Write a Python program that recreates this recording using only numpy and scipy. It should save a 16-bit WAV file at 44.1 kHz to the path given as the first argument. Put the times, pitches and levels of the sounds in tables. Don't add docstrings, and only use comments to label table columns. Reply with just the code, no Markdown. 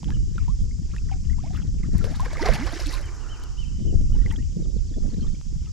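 import sys
import numpy as np
from scipy import signal
from scipy.fft import next_fast_len
from scipy.io import wavfile

SR = 44100
rng = np.random.default_rng(int(sys.argv[2]) if len(sys.argv) > 2 else 0)


def transcribe(signal):
    frames = np.atleast_2d(signal).T
    limited = np.clip(frames, -1, 1)
    pcm = np.round(limited * 32767).astype(np.int16)
    wavfile.write(sys.argv[1], SR, pcm)


def makeup_ratio(level_db):
    decades = np.asarray(level_db, float) / 20
    return 10 ** decades


N = 252516


def curve(rows, outside=None):
    s, *columns = np.transpose(rows)
    return [np.interp(np.arange(N) / SR, s, column, outside, outside) for column in columns]


def at_hz(points, hz):
    table_hz, values = np.transpose(points)
    return np.interp(np.log(hz), np.log(table_hz), values)


def lean(db):
    return db * np.array([[.5], [-.5]])


def unit(x):
    return x / np.sqrt(np.mean(x ** 2) + 1e-20)


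def drift(rate, channels=1):
    r = np.exp(-80 * np.pi * rate / SR)
    noise = rng.standard_normal((channels, N // 40 + 1002))
    slow = signal.lfilter([1], [1, -2 * r, r * r], noise)[:, 1000:]
    return np.array([np.interp(np.arange(N) / 40, np.arange(len(v)), unit(v)) for v in slow])


def surges(times, levels_db, rise, fall):
    t = np.arange(N) / SR
    each = [db - np.where(t < s, rise * (s - t), fall * (t - s)) for s, db in zip(times, levels_db)]
    return np.max(each, axis=0)


def bands(source, spectrum, extra_db):
    low_end, high_end = spectrum[0][0], spectrum[-1][0]
    edges = low_end * 2 ** np.arange(0, np.log2(high_end / low_end), 1 / 3)
    out = steady_power = 0
    for k, (low, high) in enumerate(zip(edges, edges[1:])):
        band_filter = signal.butter(2, [low, high], "band", fs=SR, output="sos")
        centre = np.sqrt(low * high)
        band = signal.sosfilt(band_filter, source[k % 2]) * makeup_ratio(at_hz(spectrum, centre))
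        steady_power = steady_power + np.mean(band ** 2)
        out = out + band * makeup_ratio(extra_db(centre))
    return out / np.sqrt(steady_power)


def grains(share, spread_db, alike):
    size = makeup_ratio(spread_db * np.minimum(rng.exponential(1, (2, 2, N)), 5))
    x = rng.standard_normal((2, 2, N)) * (1 + size * (rng.random((2, 1, N)) < share))
    middle, side = x[:, :1], x[:, 1:]
    alike = np.clip(alike, 0, 1)
    return np.sqrt(1 + alike) * middle + np.sqrt(1 - alike) * side * [[1], [-1]]


def add(out, s, piece):
    i = round(s * SR)
    out[..., i:i + piece.shape[-1]] += piece[..., :N - i]


# frequency in Hz, relative density in dB per Hz.
AIR_SPECTRUM = [(470, -48), (800, -7.5), (1960, -12.5), (2160, -5.5), (2390, -15.5), (2910, -2.5),
                (3380, -2.5), (3920, -6), (4490, -12), (5150, 9), (5550, 6.5), (7300, 6.5), (9240, -28.5),
                (13600, -23.5), (15600, -42)]


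def air():
    def flicker_db(hz):
        if hz > 4200:
            return .5 * drift(3.0)
        return .71 * drift(13.0) + 2.5 * drift(6.1)

    return makeup_ratio(-53.5) * bands(grains(0, 0, .68), AIR_SPECTRUM, flicker_db)


def whistles(rows, leap_hz, droop, bend):
    out = np.zeros(N)
    waver = makeup_ratio(2.0 * drift(30.0)[0])
    for s, length, top_hz, db in rows:
        u = np.linspace(0, 1, round(length * SR))
        rising = np.clip(1 - u / .27, 0, 1)
        falling = np.clip((u - .27) / .73, 0, 1)
        hz = top_hz - leap_hz * rising ** 2 - droop * length * falling ** bend
        shape = np.sin(np.pi * u ** .6) ** .8 * waver[round(s * SR):][:len(u)]
        add(out, s, makeup_ratio(db) * shape * np.sin(2 * np.pi * np.cumsum(hz) / SR))
    return out


# start in seconds, length in seconds, top pitch in Hz, level in dB before a small random waver.
ARCHED_WHISTLES = [(.131, .037, 3050, -49.5), (3.021, .085, 3140, -49), (3.202, .06, 2950, -54),
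                   (3.286, .09, 3110, -47.5), (3.417, .062, 3070, -53), (3.571, .09, 3070, -47.5),
                   (3.645, .055, 3100, -52), (3.871, .05, 3070, -53.5), (4.124, .042, 3030, -54),
                   (4.214, .02, 3000, -58)]
FALLING_SWEEPS = [(4.512, .022, 3250, -61), (4.632, .035, 3800, -59), (4.75, .052, 4620, -57),
                  (4.878, .048, 4620, -56), (5.35, .022, 3300, -60)]
SHORT_CHIPS = [(4.938, 0.014, 3470, -53.5), (4.987, 0.01, 4200, -53), (5.101, 0.012, 4420, -49),
               (5.208, 0.011, 4270, -49.5), (5.221, 0.021, 3160, -55), (5.267, 0.0092, 3600, -52),
               (5.32, .018, 4500, -54)]


def birds():
    first = whistles(ARCHED_WHISTLES, leap_hz=400, droop=9500, bend=1.75)
    second = whistles(FALLING_SWEEPS, leap_hz=200, droop=46000, bend=1.1)
    second = second + whistles(SHORT_CHIPS, leap_hz=300, droop=1500, bend=1.5)
    calls = first + second
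    t = np.arange(SR // 2) / SR
    woods = rng.standard_normal((2, len(t))) * makeup_ratio(-60 * t / 1.1) * (t > .008)
    return calls + makeup_ratio(-38.5) * signal.fftconvolve(calls[None], woods)[:, :N]


# frequency in Hz, left over right in dB.
FLUTTER_BALANCE = [(130, 4.5), (172, -1.5), (280, -10.5), (430, -6), (650, -5)]
# start in seconds, level in dB before the thump's 2 dB cut
# and the left-right balance, pitch in Hz.
STRONG_EDDIES = [(0.311, -22, 146), (0.38, -26, 189), (0.488, -17, 146), (0.612, -21, 167),
                 (0.792, -18.5, 144), (1.253, -23.5, 148), (1.497, -26.5, 201), (1.752, -20, 157),
                 (1.953, -15, 169), (2.163, -29, 186), (3.802, -26.5, 206), (3.95, -22.5, 190),
                 (4.013, -21, 164), (4.153, -34, 253), (4.253, -20.5, 143), (4.398, -26.5, 235),
                 (4.565, -16, 161), (4.62, -21.5, 190), (4.762, -20, 170), (5.058, -28.5, 217),
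                 (5.141, -21, 161), (5.178, -20, 190), (5.221, -24.5, 226), (5.332, -24, 185),
                 (5.464, -26.5, 185), (5.559, -20, 144)]


def eddies(flutter_db, reach, count):
    out = np.zeros((2, N))
    t = np.arange(-400, 1400) / SR
    small = []
    for when, pitch in rng.random((count, 2)):
        s = .01 + when * (N / SR - .1)
        small.append((s, flutter_db[round(s * SR)] + 1, 140 * 2 ** (.8 * pitch)))
    starts = rng.uniform(0, 2 * np.pi, (count + len(STRONG_EDDIES), 2))
    lag = np.array([[np.pi / 2], [0]])
    for (s, db, hz), (thump_phase, edge_phase) in zip(small + STRONG_EDDIES, starts):
        edge_db = db - 26 + 2.6 * reach[round(s * SR)]
        parts = [(db - 2.0, hz, .006, thump_phase), (edge_db, 430, .003, edge_phase)]
        for part_db, part_hz, width, phase in parts:
            cycle = np.cos(2 * np.pi * part_hz * t + phase - lag)
            level = makeup_ratio(part_db + lean(at_hz(FLUTTER_BALANCE, part_hz)))
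            add(out, s - .004, level * cycle * np.exp(-(t / width) ** 2))
    return out


# time in seconds, deep rumble in dB (played 4 dB higher),
# rumble's left over right in dB, flutter in dB, extra slope of the flutter above 90 Hz in dB per octave.
WIND_COURSE = [(0.0, -27.5, 0.5, -35.5, -0.5), (0.45, -27, 2.5, -42.5, -0.5), (0.9, -28, -1.5, -38, -1.5),
               (1.3, -30.5, 9, -33.5, -6.5), (1.55, -29, -3.5, -33.5, -5), (1.95, -26.5, 10, -31.5, -0.5),
               (2.3, -30, 5.5, -37.5, -7.5), (2.55, -32, -11.5, -30.5, -4), (3.0, -35, -3, -61, -17),
               (3.3, -35.5, -8, -62, -10), (3.6, -31.5, -3.5, -36, -11), (3.9, -24, 9, -33.5, 3),
               (4.15, -21, -2, -38.5, 2.5), (4.4, -30, 11, -40.5, 1.5), (4.51, -29, 0, -49, 3.5),
               (4.56, -30.5, 3, -38, 4), (4.78, -26, -2, -50, 5.5), (4.93, -34, 2.5, -44.5, 4.5),
               (4.99, -28.5, -2.5, -42.5, 7), (5.33, -26.5, 1, -39.5, 0.5), (5.43, -35.5, -2, -53, -3),
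               (5.52, -26.5, -3.5, -36.5, -4), (5.73, -34.5, 3, -41.5, -4)]
# frequency in Hz, relative density in dB per Hz.
RUMBLE_SPECTRUM = [(11, -8.5), (18, 3), (47, 2.5), (125, -12), (160, -46), (280, -120)]
FLUTTER_SPECTRUM = [(74, -14), (125, 2), (189, 2.5), (226, -7.5), (366, -18.5), (532, -39), (700, -30),
                    (910, -72), (1540, -120)]
# frequency in Hz, left over right in dB.
RUMBLE_BALANCE = [(20, 0), (43, -8), (64, 4), (95, 7), (130, -7)]


def wind():
    rumble_db, pan_db, flutter_db, reach = curve(WIND_COURSE)
    gust, own, sway = drift(6.1, channels=3)
    rumble_db = rumble_db + 1.83 * gust
    pan_db = pan_db + 5 * sway
    flutter_db = flutter_db + .37 * gust + .61 * own
    rumble_noise = rng.standard_normal((2, 2, N))
    rumble = bands(rumble_noise, RUMBLE_SPECTRUM, lambda hz: lean(at_hz(RUMBLE_BALANCE, hz)))

    shared = signal.hilbert(rng.standard_normal((2, N)), next_fast_len(N))[:, :N]
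    flutter_noise = np.stack([shared.imag, shared.real], axis=1)
    lumps = .6 * drift(22.0) + .8 * drift(50.0)
    slope = 6.3 * np.tanh(lumps / 1.16) + .063 * (flutter_db - flutter_db.mean()) + reach

    def tilt_db(hz):
        return np.log2(hz / 90) * slope + lean(at_hz(FLUTTER_BALANCE, hz))

    flutter = bands(flutter_noise, FLUTTER_SPECTRUM, tilt_db)
    gusts = rumble * makeup_ratio(rumble_db + 4.0 + lean(pan_db)) + flutter * makeup_ratio(flutter_db)
    lowpass = signal.butter(6, 560, fs=SR, output="sos")
    return signal.sosfilt(lowpass, gusts) + eddies(flutter_db, reach, count=30)


def bubble(hz, rise, t60, wobble):
    t = np.arange(round(max(t60, .003) * SR)) / SR
    glide = 2 ** (rise * .045 * np.tanh(t / .045))
    pitch = hz * glide * (1 + .015 * np.sin(2 * np.pi * 70 * t + wobble))
    swell = (1 - np.exp(-t / .0004)) * (1 + .15 * np.sin(2 * np.pi * 45 * t + 2 * wobble))
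    return np.sin(2 * np.pi * np.cumsum(pitch) / SR) * makeup_ratio(-60 * t / t[-1]) * swell


def small_bubbles(level_db, start_s, end_s, low_hz, high_hz, cycles, spread_db, count):
    out = np.zeros((2, N))
    for when, pitch, size, rise, place in rng.random((count, 5)):
        s = start_s + when * (end_s - start_s)
        hz = low_hz * (high_hz / low_hz) ** pitch
        side_db = 4.5 * (2 * place - 1)
        db = level_db[round(s * SR)] - spread_db * np.sqrt(size) + lean(side_db)
        add(out, s, makeup_ratio(db) * bubble(hz, 13.0 * rise - 3.0, cycles / hz, 2 * np.pi * when * count))
    return out


# time in seconds, level in dB from which fizz and bubbles are set.
HULL_WAVELETS = [(.1, -53.5), (0.419, -54), (.95, -54.5), (1.12, -56.5), (1.3, -58), (1.45, -57),
                 (1.52, -56.5), (1.568, -48.5), (1.85, -59.5), (4.16, -61), (4.23, -60), (4.31, -53),
                 (4.4, -64), (5.05, -62.5), (5.12, -60), (5.23, -58), (5.68, -60)]
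# frequency in Hz, relative density in dB per Hz.
TRICKLE_SPECTRUM = [(410, -35), (700, -14), (847, -10.5), (1300, -7), (3400, -8.5), (4980, -25.5),
                    (7030, -37), (12000, -30), (15600, -71), (22000, -120)]


def lapping():
    s, peak_db = np.transpose(HULL_WAVELETS)
    level_db = np.maximum(-74, surges(s, peak_db, rise=173, fall=175))
    clumps = drift(27.0)
    droplets = grains(.01, 4.5, .88)
    fizz = bands(droplets, TRICKLE_SPECTRUM, lambda hz: 1.34 * clumps + 7.86 * drift(40.0))
    bubbles = small_bubbles(level_db + 10.5, 0, 5.7, 814, 4300, cycles=41.0, spread_db=18.2, count=700)
    return fizz * makeup_ratio(level_db - 5.0) + bubbles


# start in seconds, ring level in dB (its click is 4 dB higher),
# starting pitch in Hz, initial rise in octaves per second, time to fall 60 dB in seconds (at least 3 ms).
HULL_PLIPS = [(0.031, -30, 955, -4, 0.0093), (.044, -28.5, 3200, 20, 0.0065),
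              (.086, -40.5, 751, 21.5, 0.11), (.105, -25, 1770, 13, 0.0034), (.121, -41, 1690, 0, 0.049),
              (.381, -28, 1430, -15, 0.034), (0.436, -63, 1526, 27, 0.27), (.481, -34, 910, 13, 0.088),
              (.711, -48.5, 2140, 3, .04), (.964, -31.5, 1860, -5, 0.014), (.983, -35, 2570, 6, 0.022),
              (1.088, -45, 1900, 10, 0.025), (1.115, -34, 794, -2.5, .12), (1.298, -40.5, 1890, 9, 0.04),
              (1.331, -45, 2070, -2, 0.043), (1.384, -42, 915, 23, .073), (1.437, -37.5, 685, 23, 0.1),
              (1.462, -42, 640, 4.5, 0.11), (1.506, -40, 736, 1.5, 0.095), (1.548, -34, 1220, 4, 0.022),
              (1.572, -49, 2250, 10, 0.021), (1.619, -38.5, 1330, 15, 0.0096),
              (1.833, -36.5, 2150, -16, 0.03), (1.839, -45, 1084, 34, 0.066), (1.95, -43.5, 1050, 1, 0.044),
              (2.012, -36.5, 1420, -7, 0.056), (2.019, -39.5, 394.4, 23.5, 0.24),
              (2.043, -19, 493, 20, 0.02), (2.055, -32, 399, 17, 0.18), (2.075, -36.5, 607, -12, 0.13),
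              (2.123, -36.5, 643, 26, 0.058), (2.197, -24.5, 975, 9.5, 0.079),
              (2.23, -33.5, 720, 26.5, 0.11), (2.26, -29, 1050, 14, 0.024), (2.31, -38, 2230, 1, 0.043),
              (2.331, -33, 630, -4, 0.062), (2.371, -24, 2160, -8, 0.021), (2.395, -28.5, 930, -1, 0.13),
              (2.427, -20.5, 1920, 9, 0.025), (2.456, -25, 404, 4.5, 0.23), (2.459, -18, 718, 10, .054),
              (2.487, -13, 705, -15, 0.044), (2.489, -18, 506, 4, 0.067), (2.624, -30.5, 2130, -12, .051),
              (2.795, -25, 634, 18, 0.018), (2.91, -35, 1870, 14, .047), (2.935, -35, 1030, 1.5, 0.11),
              (4.117, -54, 1240, 19, .06), (4.146, -49, 774, 20, 0.16), (4.188, -48, 1930, -15, .033),
              (4.216, -49, 1950, -3, 0.084), (4.236, -50, 1400, 4, .04), (4.262, -30, 2060, -10, .031),
              (4.275, -53, 750, 12, .12), (4.29, -58, 1790, 14, .056), (4.313, -37.5, 1810, 16, 0.067),
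              (4.324, -41.5, 920, -4, .09), (4.361, -34.5, 3200, 22, 0.022), (4.386, -46, 1800, 6.5, .087),
              (4.426, -42, 2930, 0, 0.0096), (4.939, -49, 1770, -2, 0.025), (5.033, -58, 1260, -22, .04),
              (5.277, -52, 1820, 0, .04), (5.348, -48, 2340, 1, 0.026), (5.413, -33, 1250, 3, 0.0025),
              (5.671, -49.5, 1230, 7, 0.058)]


def plips():
    out = np.zeros(N)
    t = np.arange(200) / SR
    click = np.sin(2 * np.pi * 2900 * t) * np.exp(-t / .00011)
    wobbles = rng.uniform(0, 2 * np.pi, len(HULL_PLIPS))
    for (s, db, hz, rise, t60), wobble in zip(HULL_PLIPS, wobbles):
        add(out, s, makeup_ratio(db) * bubble(hz, rise, t60, wobble))
        add(out, s, makeup_ratio(db + 4.0) * click)
    return out


# time in seconds, level in dB (played 5 dB higher).
BANK_LEVEL = [(2.9, -54), (2.966, -55), (3.258, -51.5), (3.41, -53), (3.536, -60.5), (3.722, -67.5),
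              (3.85, -85)]
# frequency in Hz, relative density in dB per Hz.
BANK_SPECTRUM = [(150, -25), (250, 4), (277, -10.5), (371, 0), (563, -21), (801, -10), (956, -20),
                 (1160, -4), (2080, -27.5), (2270, -21), (3000, -73), (3900, -76), (6600, -120)]


def bank():
    wash = bands(grains(0, 0, .9), BANK_SPECTRUM, lambda hz: 1.6 * drift(6.0))
    return wash * makeup_ratio(curve(BANK_LEVEL, outside=-120)[0] + 5.0)


# start in seconds, level in dB (raised 8 dB before the band filter).
DROP_TICKS = [(0.045, -49), (0.109, -64), (.3306, -55), (0.6287, -46), (0.9637, -47), (1.543, -50),
              (1.572, -42), (1.932, -44), (1.982, -34), (2.0443, -48), (2.164, -49), (2.2049, -37),
              (2.3313, -44), (2.4264, -57), (2.457, -32.5), (2.5367, -29), (2.664, -42), (2.791, -46),
              (2.869, -35), (2.927, -38), (3.013, -44), (3.058, -46), (3.3992, -50), (3.437, -39),
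              (4.1, -51), (4.261, -58), (4.3121, -54), (4.3252, -42), (4.337, -52)]


def ticks():
    out = np.zeros((2, N))
    t = np.arange(800) / SR
    noise = rng.standard_normal((len(DROP_TICKS), len(t)))
    for (s, db), crack in zip(DROP_TICKS, noise):
        add(out, s, makeup_ratio(db + 8.0 + lean(5.5)) * crack * np.exp(-t / .00058))
    bright = signal.butter(2, [4000, 10800], "band", fs=SR, output="sos")
    return signal.sosfilt(bright, out + 1e-18)


# time in seconds, churned water in dB, falling spray in dB.
STRUGGLE = [(1.9, -75, -76), (1.94, -53.5, -52.5), (2.14, -52, -45), (2.36, -42, -50), (2.45, -33, -39.5),
            (2.62, -39.5, -41), (2.95, -45, -36.5), (3.01, -46, -49), (3.1, -54, -53.5), (3.7, -120, -65)]
# time in seconds, churned water in dB, spray in dB.
TAIL_SLAPS = [(1.982, -55, -47), (2.046, -42.5, -39), (2.155, -54, -38.5), (2.253, -37.5, -41),
              (2.33, -48, -40), (2.426, -34, -34.5), (2.461, -26, -31), (2.543, -37, -28),
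              (2.668, -35, -35), (2.802, -39, -30), (2.861, -47, -31.5), (2.942, -50, -32),
              (3.436, -90, -51.5)]
# frequency in Hz, relative density in dB per Hz.
SPRAY_SPECTRUM = [(1470, -1.5), (2500, 8), (3220, 2.5), (4370, 10), (5760, 9.5), (7760, -7), (10800, -4),
                  (15600, -36)]


def spray():
    s, _, slap_db = np.transpose(TAIL_SLAPS)
    slaps = surges(s, slap_db, rise=900, fall=390)
    level_db = np.maximum(curve(STRUGGLE, outside=-120)[1], slaps)
    clumps = drift(44.0)
    droplets = grains(.012, 4.6, .9)
    hiss = bands(droplets, SPRAY_SPECTRUM, lambda hz: 1.2 * clumps + 3.77 * drift(68.0))
    bubbles = small_bubbles(level_db + 8.0, 2.3, 2.8, 2450, 8450, cycles=38.0, spread_db=19.5, count=500)
    return hiss * makeup_ratio(level_db - 7.0) + bubbles


# start in seconds, length in seconds, starting pitch in Hz,
# ending pitch in Hz, level in dB.
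AIR_POCKETS = [(2.406, 0.04, 247, 580, -24.5), (2.51, 0.041, 236, 176, -27), (2.581, 0.076, 195, 378, -28),
               (2.731, 0.013, 282, 333, -30), (2.76, 0.014, 300, 430, -31.5),
               (2.805, 0.023, 335, 386, -38.5), (2.859, 0.036, 284, 310, -30.5)]


def glugs():
    out = np.zeros(N)
    for s, length, start_hz, end_hz, db in AIR_POCKETS:
        u = np.linspace(0, 1, round(length * SR))
        hz = start_hz * (end_hz / start_hz) ** (u ** 1.15)
        add(out, s, makeup_ratio(db) * np.sin(np.pi * u) ** .67 * np.sin(2 * np.pi * np.cumsum(hz) / SR))
    return out


# frequency in Hz, relative density in dB per Hz.
CHURN_SPECTRUM = [(180, -24), (300, 0.5), (585, -10), (726, -3.5), (1070, -6.5), (1900, 2), (3200, -36),
                  (4500, -18), (5850, -17), (9900, -120)]


def churn():
    s, slap_db, _ = np.transpose(TAIL_SLAPS)
    slaps = surges(s, slap_db, rise=900, fall=180)
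    level_db = np.maximum(curve(STRUGGLE, outside=-120)[0], slaps)
    clumps = drift(29.3)
    droplets = grains(.0078, 4.9, .92)
    body = bands(droplets, CHURN_SPECTRUM, lambda hz: 2.6 * clumps + 3.74 * drift(32.0))
    froth = small_bubbles(level_db + 13.5, 1.9, 3.04, 454, 2580, cycles=30.0, spread_db=26.6, count=350)
    return body * makeup_ratio(level_db - 3.0) + froth


def scene():
    water = (lapping() + plips() + glugs() + churn()) * makeup_ratio([[-.7], [.7]])   # left, right in dB
    water[0] = np.roll(water[0], 1)
    return air() + birds() + wind() + bank() + ticks() + spray() + water


def top_cut(x):
    return signal.sosfilt(signal.butter(12, 15710, fs=SR, output="sos"), x)


def record(dry):
    microphone = signal.butter(2, 14500, fs=SR, output="sos")
    heard = signal.sosfilt(microphone, dry)
    return top_cut(heard)


dry = scene()
out = record(dry)
transcribe(out)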